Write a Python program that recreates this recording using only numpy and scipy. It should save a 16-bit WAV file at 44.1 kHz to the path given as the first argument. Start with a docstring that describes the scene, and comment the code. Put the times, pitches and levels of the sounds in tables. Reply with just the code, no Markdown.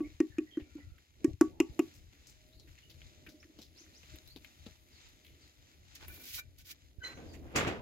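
"""An earth yard, a phone's two microphones a couple of metres from a squatting potter. Light wind, an
airy rustle and far chirps lie underneath. For two seconds a wooden paddle beats a damp clay pot, whose
soft wall and enclosed air thump together, with dull low tails. Then fingers work the rim, with soft
pats, while a faint hum comes and goes. At six seconds a hand sweeps grit round a fired bowl and makes
it ring; at seven the pot is set down in it with a squeal and dragged round."""
import sys
import numpy as np
from scipy import signal
from scipy.fft import rfft, irfft
from scipy.io import wavfile
from scipy.ndimage import uniform_filter1d

SR = 44100
rng = np.random.default_rng(int(sys.argv[2]) if len(sys.argv) > 2 else 0)


def master_out(mix):
    """Clip the mix to full scale and print it as 16-bit PCM to the path in sys.argv[1]."""
    frames = np.transpose(np.atleast_2d(mix))
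    ceiling = np.clip(frames, -1, 1)
    pcm = np.round(ceiling * 32767).astype(np.int16)
    wavfile.write(sys.argv[1], SR, pcm)


N = 344421
T = np.arange(N) / SR

# wind on the microphones: (time [s], level [dB])
WIND_LEVELS = [(0.0, -58.5), (0.6, -68.5), (0.87, -54), (1.05, -76.5), (1.37, -58.5), (1.7, -63),
               (2.4, -62.5), (3.8, -64.5), (4.3, -62.5), (5.9, -64), (6.3, -59.5), (6.7, -63.5),
               (7.07, -58), (7.66, -47), (7.81, -57)]
# the background; the murmur's peaks are the dull tails of blows and ground bumps, and the pot's drag:
# (time [s], rustle level [dB], murmur level [dB])
BACKGROUND_LEVELS = [(0.0, -66, -48.5), (0.15, -68.5, -73.5), (0.95, -71, -72.5), (1.13, -74.5, -80.5),
                     (1.3, -67.5, -56), (1.39, -74, -89), (1.47, -68, -62.5), (1.6, -73.5, -69),
                     (1.82, -61, -59.5), (1.98, -70.5, -70), (2.8, -67, -72.5), (3.35, -69.5, -68),
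                     (4.3, -64, -71), (5.0, -67, -71), (5.9, -69.5, -72.5), (6.15, -58.5, -63.5),
                     (6.45, -70.5, -73), (6.96, -72, -71.5), (7.25, -67, -53), (7.81, -72, -65.5)]
# spectra of the wind and the background: (frequency [Hz], relative density [dB])
WIND_SPECTRUM = [(12, -44), (20, -16.5), (70, -0.5), (85, -1), (102, -9.5), (129, -8.5), (170, -18.5),
                 (220, -45.5), (370, -120)]
MURMUR_SPECTRUM = [(82, -35), (140, -9.5), (178, -7), (303, 0), (464, -11), (615, -11.5), (900, -27.5),
                   (1170, -58), (1980, -120)]
RUSTLE_SPECTRUM = [(410, -36), (700, -6), (1110, -7.5), (1330, -5), (1640, -5.5), (2090, -1), (3210, -3),
                   (3680, -0.5), (4680, -5), (6970, -5.5), (8600, -16), (11200, -54), (18900, -120)]
SIZZLE_SPECTRUM = [(5060, -35.5), (8600, -6.5), (11600, 0), (12600, -0.5), (13800, -3.5), (15200, -4.5),
                   (16000, -9)]

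# paddle blows; thud to crack top count from the thump, before the boosts in paddle():
# (time [s], thump peak [dB], pitch [Hz], thud [dB], wall ring [dB], slap [dB], slap colour [Hz],
# crack [dB], crack top [dB], left minus right [dB], after-ring [dB re thump])
BLOW_HITS = [(0.004, -25.5, 295, -41, -29, -31, 2420, -43, -49, 2, -5),
             (0.202, -15, 307.7, -24.5, -42.5, -21.5, 1970, -27, -46.5, 1.5, -18),
             (0.383, -21, 306.4, -29.5, -42.5, -16, 2200, -28.5, -45, 1, -14),
             (0.571, -24.5, 300.6, -33, -44, -32.5, 1520, -38, -57, 3.5, -16.5),
             (0.752, -38, 287, -44, -48, -44, 2310, -31, -36, 1.0, -6),
             (1.244, -15, 309, -29.5, -41, -26, 1900, -25.5, -35.5, -2, -24),
             (1.41, -10.5, 307.8, -18.5, -27, -25.5, 1490, -21, -32.5, -1, -18),
             (1.601, -14.5, 316, -15, -34, -11, 2870, -17.5, -31, 2, -24.5),
             (1.792, -16, 313, -18, -36.5, -16.5, 2670, -24.5, -33, 2, -24.5)]
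# the pot's air and soft wall, coupled: (pitch ratio, relative level [dB], t60 [s], signed weight)
HOLLOW_MODES = [(.935, 3, 0.045, 0.88), (1.11, 2.5, 0.039, -1.09), (0.83, -21, .16, -1.02),
                (1.26, -13.5, .13, 0.79), (0.38, -25.5, 0.14, -0.035), (0.8, -27, 0.036, 0.87),
                (1.9, -22.5, 0.032, 0.82)]
# the air ringing on once the wall is still: (pitch ratio, relative level [dB], t60 [s])
AFTER_RING_MODES = [(1.0, -0.5, .17), (1.06, -10, .2)]
# modes of the clay wall and the wooden paddle: (frequency [Hz], relative level [dB], t60 [s])
WALL_MODES = [(732, -12.5, 0.12), (965, -15.5, 0.079), (1134, -2.5, 0.14), (1490, -7.5, 0.036)]
WOOD_MODES = [(1490, 0.5, .035), (1873, -8, 0.07), (2500, 0.5, 0.045), (2764, 2, 0.04)]
WALL_GIVE_T60_S, WALL_STILL_S = 0.0057, 0.018
YARD_T60_S, YARD_GAP_S = 0.17, 0.016

# far chirps: (time [s], length [s], start pitch [Hz], end pitch [Hz], gain [dB])
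FAR_CHIRPS = [(0.029, 0.043, 2084, 2315, -56.5), (0.304, 0.094, 1790, 1710, -62),
              (0.462, 0.03, 1950, 1900, -62), (0.508, 0.052, 3215, 3140, -57),
              (0.543, 0.067, 1955, 1810, -62), (0.597, 0.22, 2330, 2324, -72),
              (0.633, .38, 1425, 1357, -75), (0.773, 0.055, 1845, 2055, -64.5),
              (1.521, 0.19, 846, 860, -63), (2.516, 0.05, 3400, 4840, -66), (2.572, .07, 4570, 3690, -65),
              (2.82, 0.039, 2900, 2900, -62), (3.395, .04, 4790, 6730, -62.5),
              (3.759, 0.059, 3900, 7120, -56.5), (3.936, 0.057, 3900, 6780, -58.5),
              (4.258, 0.082, 3680, 4760, -58.5), (4.916, 0.067, 4880, 4200, -65),
              (5.413, 0.059, 4900, 3910, -65), (7.143, 0.044, 5660, 6930, -62.5),
              (7.27, 0.08, 4950, 4500, -62)]
# weight shifting on the ground: (time [s], peak [dB], pitch [Hz], left minus right [dB])
GROUND_BUMPS = [(0.145, -48.5, 73, 2), (0.3, -53.5, 91, 22), (0.62, -42, 64, 4), (0.869, -54, 77, 25),
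                (0.918, -49.5, 68.6, -18), (1.279, -36.5, 120, 5.5), (1.309, -39.5, 70.0, 12),
                (1.337, -37, 94.2, 6), (1.696, -44.5, 99, 12), (1.709, -41, 68.6, -4),
                (6.984, -45.5, 72, -21)]
# fingers on the damp rim, before the trims in fingers(): (time [s], peak [dB], colour [Hz], t60 [s],
# knock [dB re peak], tick [dB re peak], left minus right [dB])
RIM_TOUCHES = [(0.5983, -50, 2470, 0.15, 1, -27, 4), (0.782, -58.5, 1880, 0.071, 10.5, -16, -4),
               (0.9818, -50.5, 2070, 0.11, -34, -24, -1), (1.939, -52.5, 6070, 0.32, -15, -14, 5),
               (2.1286, -56, 2110, 0.31, -4, -20, 2), (2.269, -47, 6100, 0.25, -17, -19, 4.5),
               (2.2987, -60, 6690, 0.087, -4, -8, 3.5), (2.597, -47, 4600, 0.093, -14.5, -24, 4),
               (2.6736, -55.5, 2100, 0.19, -12, -20, 0), (2.778, -50.5, 2400, 0.22, -33, -27, -1),
               (2.8968, -46, 3800, 0.17, -14, -19, 4), (3.017, -43.5, 2500, 0.059, -20, -36, 4),
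               (3.264, -42, 1980, 0.12, -10.5, -27, 2), (3.289, -49, 4520, 0.19, -8, -17, 5),
               (3.4287, -47.5, 1840, 0.08, -31, -30, 1), (3.5876, -45.5, 4000, 0.095, -1.5, -23, 4.5),
               (3.6143, -42, 4300, 0.24, -15, -17.5, 2), (3.8643, -55, 1740, 0.047, -15, -21, -4),
               (4.0314, -46, 2330, 0.11, -11, -23, -1), (4.1578, -47.5, 2460, 0.034, -16, -10, 4),
               (4.2752, -52.5, 4200, 0.058, -10, -9, 14), (4.361, -38, 3380, 0.087, -5, -25, 5),
               (4.446, -39.5, 2500, 0.041, -22, -24, 5), (4.6638, -44, 3460, 0.071, 4.5, -25, 4.5),
               (5.0883, -57, 3320, 0.087, -9, -11, 8), (5.246, -49.5, 2810, 0.41, -21, -17, 2),
               (5.9512, -47.5, 5700, 0.049, -28, -10, 7), (6.0804, -47.5, 2360, 0.058, -5.5, 1.5, 5),
               (6.6677, -57, 3780, 0.08, -15.5, -3, 2), (7.341, -49.5, 2300, 0.21, -19, -20, -8),
               (7.475, -60, 1500, 0.08, -5, -26, 2)]
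# spells of a faint tone: (start [s], end [s], level [dB])
HUM_SPELLS = [(2.41, 2.57, -78), (2.9, 3.395, -79.5), (4.13, 4.204, -79.5), (4.302, 4.447, -80),
              (4.659, 4.904, -83.5), (5.21, 5.292, -81), (6.372, 6.42, -82)]
HUM_HZ, HUM_FADE_DB_PER_S = 620, 166
# soft pats on the pot: (time [s], peak [dB], pitch [Hz])
SOFT_PATS = [(2.644, -58, 303), (3.282, -51, 288), (3.34, -52, 290), (3.448, -54.5, 306), (3.495, -55, 283),
             (3.808, -55.5, 310), (4.137, -50.5, 295), (4.356, -55, 302)]

# the palm going through grit: (start [s], end [s], start level [dB], end level [dB],
# sizzle [dB re level], drive to the bowl [dB re level], crackle [dB re level])
PALM_STROKES = [(5.958, 5.967, -48.5, -52.5, -14, -22, -30), (6.012, 6.057, -66, -69.5, -13, -1, 13.5),
                (6.08, 6.223, -65.5, -62.5, 6, -6, -4), (6.24, 6.398, -54.5, -45.5, -1, -16.5, -29),
                (6.588, 6.62, -57, -63, -4.5, -16, -22), (6.655, 6.716, -59.5, -48, -2.5, -14, -19.5)]
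PALM_LANDS_DB_PER_S, PALM_LIFTS_DB_PER_S = 1502, 1100
# knocks on the bowl as the palm lands and lifts: (time [s], drive to the bowl [dB])
BOWL_KNOCKS = [(6.093, -63), (6.382, -50), (6.7, -68)]
CLINK_S, CLINK_FADE_DB_PER_S = 0.012, 900
# modes of the fired bowl: (frequency [Hz], relative level [dB], t60 [s])
BOWL_MODES = [(1500, 3.5, 0.073), (1750, -1, 0.085), (2360, 10.5, 0.075), (3900, -1.5, 0.061),
              (5200, -23, 0.055), (6100, -26, .05)]

# partials of the foot's squeal: (frequency [Hz], waver [Hz], onset [s], level [dB], fade [dB/s])
SQUEAL_PARTIALS = [(1528, 33.3, 7.02, -48.5, 112), (1960, 37.7, 7.04, -45.5, 177),
                   (3010, 35, 7.04, -50, 380), (4075, 20, 7.05, -41, 231), (6360, 42, 7.045, -54, 250),
                   (12100, 60, 7.075, -61, 600)]
# shoves of the pot round the bowl: (start [s], end [s], rumble at start [dB], rumble at end [dB],
# grind [dB re rumble], grit [dB re rumble])
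POT_SHOVES = [(7.039, 7.132, -60, -62, 8.5, 0), (7.174, 7.41, -51.5, -64.5, -8, -38),
              (7.333, 7.358, -70.5, -71, -2, 8), (7.43, 7.53, -61, -53.5, -7.5, -22),
              (7.561, 7.671, -30.5, -40, 2.5, -1.5), (7.676, 7.81, -34.5, -48.5, -2.5, -14.5)]
GRIND_FOLLOWS, GRIT_FOLLOWS = 0.67, 2.8  # extra dB lost for each dB that a shove slackens
# grit under the pot: (frequency [Hz], relative density [dB])
GRIT_SPECTRUM = [(1760, -38), (3000, -15), (4900, 5), (5400, 3), (7150, 8), (9010, -4.5), (12800, -8),
                 (16000, -11)]

MIC_DIP_BAND_HZ, MIC_TOP_HZ = (7505, 9805), 15800


def undb(db):
    return 10 ** (np.asarray(db) / 20)


def unit(x):
    return x / np.sqrt(np.mean(x ** 2))


def peak(x, db):
    return x * undb(db) / np.abs(x).max()


def curves(table):
    """A table's level columns joined in time; silent outside it."""
    times, *columns = np.transpose(table)
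    return [np.interp(T, times, db, left=-200, right=-200) for db in columns]


def stroke(start, end, start_db, end_db, rise, fall):
    """Level in dB: rises to the start, runs straight to the end, then falls (slopes in dB/s)."""
    held = np.interp(T, [start, max(end, start + 1e-4)], [start_db, end_db])
    return np.maximum(held - rise * np.maximum(start - T, 0) - fall * np.maximum(T - end, 0), -200)


def band(x, lo_hz, hi_hz):
    sos = signal.butter(2, [lo_hz, min(hi_hz, .45 * SR)], "bandpass", fs=SR, output="sos")
    return signal.sosfilt(sos, x)


def ring(x, hz, t60):
    """One decaying mode; a unit click rings with height 1."""
    pole = np.exp((2j * np.pi * hz - np.log(1000) / t60) / SR)
    return signal.lfilter([1], [1, -pole], x).imag


def white():
    return rng.standard_normal(N)


def walk(per_s):
    """Random levels, held and slewed; spread near 1."""
    hold = int(SR / per_s)
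    steps = np.repeat(rng.standard_normal(N // hold + 1), hold)
    return 1.4 * uniform_filter1d(uniform_filter1d(steps, hold), hold)[:N]


def grains(scatter_db, per_s):
    """Noise whose tiny pieces differ in size, rms 1."""
    hold = max(int(SR / per_s), 1)
    return unit(white() * np.repeat(undb(scatter_db * rng.exponential(size=N // hold + 1)), hold)[:N])


def colour(x, spectrum):
    """Shape x to a spectrum, rms 1."""
    hz, db = np.transpose(spectrum)
    bins_hz = np.maximum(np.fft.rfftfreq(N, 1 / SR), 1)
    return unit(irfft(rfft(x) * undb(np.interp(np.log(bins_hz), np.log(hz), db)), N))


def pan(x, pan_db):
    return x * undb(np.array([[pan_db], [-pan_db]]) / 2)


def mics(make, alike, lag_s=0., pan_db=0.):
    """Two microphones: a shared part that reaches the left lag_s later, plus a part of their own."""
    shared = make()
    pair = np.array([np.roll(shared, int(lag_s * SR)), shared])
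    return pan(np.sqrt(alike) * pair + np.sqrt(1 - alike) * np.array([make(), make()]), pan_db)


def add(out, s, sound, pan_db=0):
    start = int(s * SR)
    n = min(sound.shape[-1], N - start)
    out[:, start:start + n] += pan(sound[..., :n], pan_db)


def wind():
    """Light wind buffets the microphones with an uneven rumble."""
    gusts = mics(lambda: colour(white(), WIND_SPECTRUM), 0.55, .0002, 3.5) * undb(3.9 * walk(22))
    return gusts * undb(curves(WIND_LEVELS)[0])


def background():
    """A low murmur, swelling with the tails of blows and bumps and the drag; a rustle, a thin sizzle."""
    rustle_db, murmur_db = curves(BACKGROUND_LEVELS)
    murmur = mics(lambda: colour(white(), MURMUR_SPECTRUM), 0.67, .0001, -1.8) * undb(2 * walk(14))
    rustle = mics(lambda: colour(grains(2.1, 400), RUSTLE_SPECTRUM), 0.55, .00045, 1.6)
    rustle *= undb(2.4 * walk(12))
    sizzle = mics(lambda: colour(grains(1.5, 400), SIZZLE_SPECTRUM), .08, .00045, 3.2)
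    sizzle *= undb(0.68 * walk(25))
    return undb(murmur_db) * murmur + undb(rustle_db) * (rustle + undb(-9.5) * sizzle)


def hollow(hz, db, ring_db):
    """The wall gives, then beats against the pot's air: a quickly cancelled thump, a weak after-ring."""
    t = T[:int(.3 * SR)]
    give = ring(t == 0, hz, WALL_GIVE_T60_S)
    thump = sum(weight * undb(g) * ring(give, hz * ratio, t60) for ratio, g, t60, weight in HOLLOW_MODES)
    after = sum(undb(g) * ring(give, hz * ratio, t60) for ratio, g, t60 in AFTER_RING_MODES)
    after *= np.minimum(t / WALL_STILL_S, 1) ** 2
    return peak(thump, db) + peak(after, db + ring_db)


def paddle():
    """Wood on damp clay, as (thumps, smacks): a smack is a thud, ringing wall and wood, slap and crack."""
    thumps, smacks, t = np.zeros((2, N)), np.zeros((2, N)), T[:int(.3 * SR)]
    click = 1. * (t == 0)
    for s, db, hz, thud_db, wall_db, slap_db, slap_hz, crack_db, top_db, pan_db, ring_db in BLOW_HITS:
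        add(thumps, s, hollow(hz, db, ring_db))
        noise = rng.standard_normal((3, len(t)))  # shared, left, right
        thud = band(noise[0] * np.exp(-t / 0.0058), 290, 1464)
        wall = sum(undb(g + rng.normal(0, 1.1)) * ring(click, f, t60) for f, g, t60 in WALL_MODES)
        wood = sum(undb(g) * ring(click, f, t60) for f, g, t60 in WOOD_MODES)
        wood = band(wood, slap_hz / 1.12, slap_hz * 1.137)  # where the face lands picks the modes
        burst = (noise[0] + .5 * noise[1:]) * np.exp(-t / 0.0051)
        slap = band(burst, slap_hz / 1.8, min(slap_hz * 1.3, 3000))
        slap = band(slap, 820, 2700)  # wet clay swallows the upper part
        body = peak(thud, thud_db + 4.5) + peak(wall, wall_db + 9.5)
        body = body + peak(slap, slap_db) + peak(wood, slap_db)
        snap_decay = np.exp(-t / 0.0013) + undb(-19) * np.exp(-t / 0.0061)
        snap = (noise[0] + 1.6 * noise[1:]) * np.minimum(t / 0.0012, 1) * snap_decay
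        crack = peak(band(band(snap, 5300, 7700), 4300, 8600), crack_db + 8.5)
        crack_top = peak(band(snap, 9600, 15500), top_db + 14)
        add(smacks, s, (body + crack + crack_top) * undb(db), pan_db)
    return thumps, smacks


def yard_echo(sound, alike):
    """A scattered tail; nothing returns until the sound has been to the nearest wall and back."""
    t = T[:int(.3 * SR)]
    tail = np.exp(-np.log(1000) * t / YARD_T60_S) * (t > YARD_GAP_S)
    scatter = mics(white, alike)[:, :len(t)] * tail / np.sqrt(np.sum(tail ** 2))
    return signal.fftconvolve(sound, scatter, axes=1)[:, :N]


def chirps():
    """Whistles far off; the wider the glide, the more the air smears it."""
    out = np.zeros((2, N))
    for s, length, from_hz, to_hz, db in FAR_CHIRPS:
        progress = np.linspace(0, 1, int(length * SR))
        blur_hz = 120 + 0.13 * abs(to_hz - from_hz)
        blur = uniform_filter1d(rng.standard_normal((2, len(progress))), int(SR / blur_hz), axis=1)
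        phase = 2 * np.pi * np.cumsum(from_hz + (to_hz - from_hz) * progress) / SR
        add(out, s, undb(db) * unit(blur) * np.sin(np.pi * progress) ** .5 * np.sin(phase))
    return out


def bumps():
    """Weight shifts on the earth: low pulses that die almost at once."""
    out, t = np.zeros((2, N)), T[:int(.1 * SR)]
    for s, db, hz, pan_db in GROUND_BUMPS:
        add(out, s, peak(np.sin(2 * np.pi * hz * t) * t * np.exp(-t / 0.0046), db), pan_db)
    return out


def fingers():
    """Each touch on the rim: a short gritty rub, a dull knock of the pot, a thin tick of dry crumbs."""
    out, t = np.zeros((2, N)), T[:int(.2 * SR)]
    for s, db, hz, t60, knock_db, tick_db, pan_db in RIM_TOUCHES:
        noise = rng.standard_normal((3, len(t)))  # shared, left, right
        crumbs = np.repeat(undb(2.8 * rng.standard_normal(len(t) // 90 + 1)), 90)[:len(t)]
        decay = np.exp(-np.log(1000) * t / t60) + 1.07 * np.exp(-t / 0.00098)
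        friction = (noise[0] + 1.17 * noise[1:]) * crumbs * np.minimum(t / 0.0004, 1) * decay
        rub = peak(band(friction, hz / 1.35, hz * 1.34), db - 0.5)
        knock = peak(band(noise[0] * np.exp(-t / 0.012), 105, 435), db + knock_db - 0.5)
        tick = peak(band(friction, 10900, 15000), db + tick_db + 8.5)
        add(out, s, rub + knock, pan_db)
        add(out, s, tick, pan_db + 5.5)
    return out


def hum():
    """A faint, wavering tone comes and goes in the centre."""
    spells = sum(undb(stroke(start, end, db, db, HUM_FADE_DB_PER_S, HUM_FADE_DB_PER_S))
                 for start, end, db in HUM_SPELLS)
    phase = 2 * np.pi * np.cumsum(HUM_HZ + 5 * walk(14)) / SR
    return np.sqrt(2) * np.sin(phase) * spells * undb(3 * walk(14))


def pats():
    """Soft pats wake only the hollow of the pot."""
    out = np.zeros((2, N))
    for s, db, hz in SOFT_PATS:
        add(out, s, hollow(hz, db, ring_db=-10))
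    return out


def sweeps():
    """Grit under the palm: fine grains ring the fired bowl, which the palm also knocks as it lands and lifts;
    coarser grains crackle low."""
    grit = mics(lambda: grains(2.1, 2500), 0.23, -0.00014, -1.6)
    scrape = unit(band(grit, 2070, 6330))
    sizzle = unit(band(mics(lambda: grains(2.6, 2500), 0.078), 11050, 16000))
    crackle = unit(mics(lambda: band(grains(4.5, 640), 270, 3270), 0.16))
    press = undb(2 * walk(45))  # the palm presses unevenly
    drive = sum(undb(stroke(s, s + CLINK_S, db, db, PALM_LANDS_DB_PER_S, CLINK_FADE_DB_PER_S))
                for s, db in BOWL_KNOCKS)
    out = np.zeros((2, N))
    for start, end, start_db, end_db, sizzle_db, drive_db, crackle_db in PALM_STROKES:
        gain = undb(stroke(start, end, start_db, end_db, PALM_LANDS_DB_PER_S, PALM_LIFTS_DB_PER_S))
        drive += gain * undb(drive_db)
        out += gain * press * (scrape + undb(sizzle_db) * sizzle + undb(crackle_db) * crackle)
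    return out + sum(undb(db - 26.5) * ring(grit * drive, hz, t60) for hz, db, t60 in BOWL_MODES)


def squeal():
    """The pot's foot slides into the bowl: a wavering squeal of clay on clay."""
    out = np.zeros((2, N))
    for hz, waver_hz, s, db, fade in SQUEAL_PARTIALS:
        cycles = np.cumsum(hz + waver_hz * walk(220)) / SR + [[0], [.2]]  # the right mic leads
        level_db = stroke(s, s, db, db, rise=1299, fall=fade)
        flicker_db = 3.8 * np.array([walk(260), walk(260)])
        out += undb(level_db + flicker_db) * np.sin(2 * np.pi * cycles)
    return out


def drag():
    """The pot rumbles round the bowl; grind and grit drop away first as a shove slackens."""
    rumble = unit(mics(lambda: band(grains(1.84, 900), 90, 570), 0.83, -0.00027))
    grind = unit(mics(lambda: band(grains(1.8, 900), 970, 2700), 0.12, -0.00017, -1.2))
    grit = mics(lambda: colour(grains(0.92, 1500), GRIT_SPECTRUM), 0.23, -0.00088)
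    out = np.zeros((2, N))
    for start, end, start_db, end_db, grind_db, grit_db in POT_SHOVES:
        db = stroke(start, end, start_db, end_db, rise=1100, fall=400)
        slack_db = db - max(start_db, end_db)
        grind_gain = undb(grind_db + GRIND_FOLLOWS * slack_db)
        grit_gain = undb(grit_db + GRIT_FOLLOWS * slack_db)
        out += undb(db) * (rumble + grind_gain * grind + grit_gain * grit)
    return out


def scene():
    """All that reaches the phone; the yard sends back the blows, pats and chirps."""
    far = chirps()
    thumps, smacks = paddle()
    thumps += pats()
    beating = thumps + smacks + yard_echo(thumps * undb(-17.5) + smacks * undb(-20.5), alike=0.24)
    potter = beating + bumps() + fingers() + sweeps() + squeal() + drag()
    return potter + far + yard_echo(far * undb(-4), alike=.2) + wind() + background() + hum()


def record(dry):
    """The phone's microphones have a dip in the upper treble; the top is cut."""
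    dipped = dry - 0.34 * band(dry, *MIC_DIP_BAND_HZ)
    return signal.sosfilt(signal.ellip(10, .2, 80, MIC_TOP_HZ, fs=SR, output="sos"), dipped)


dry = scene()
out = record(dry)
master_out(out)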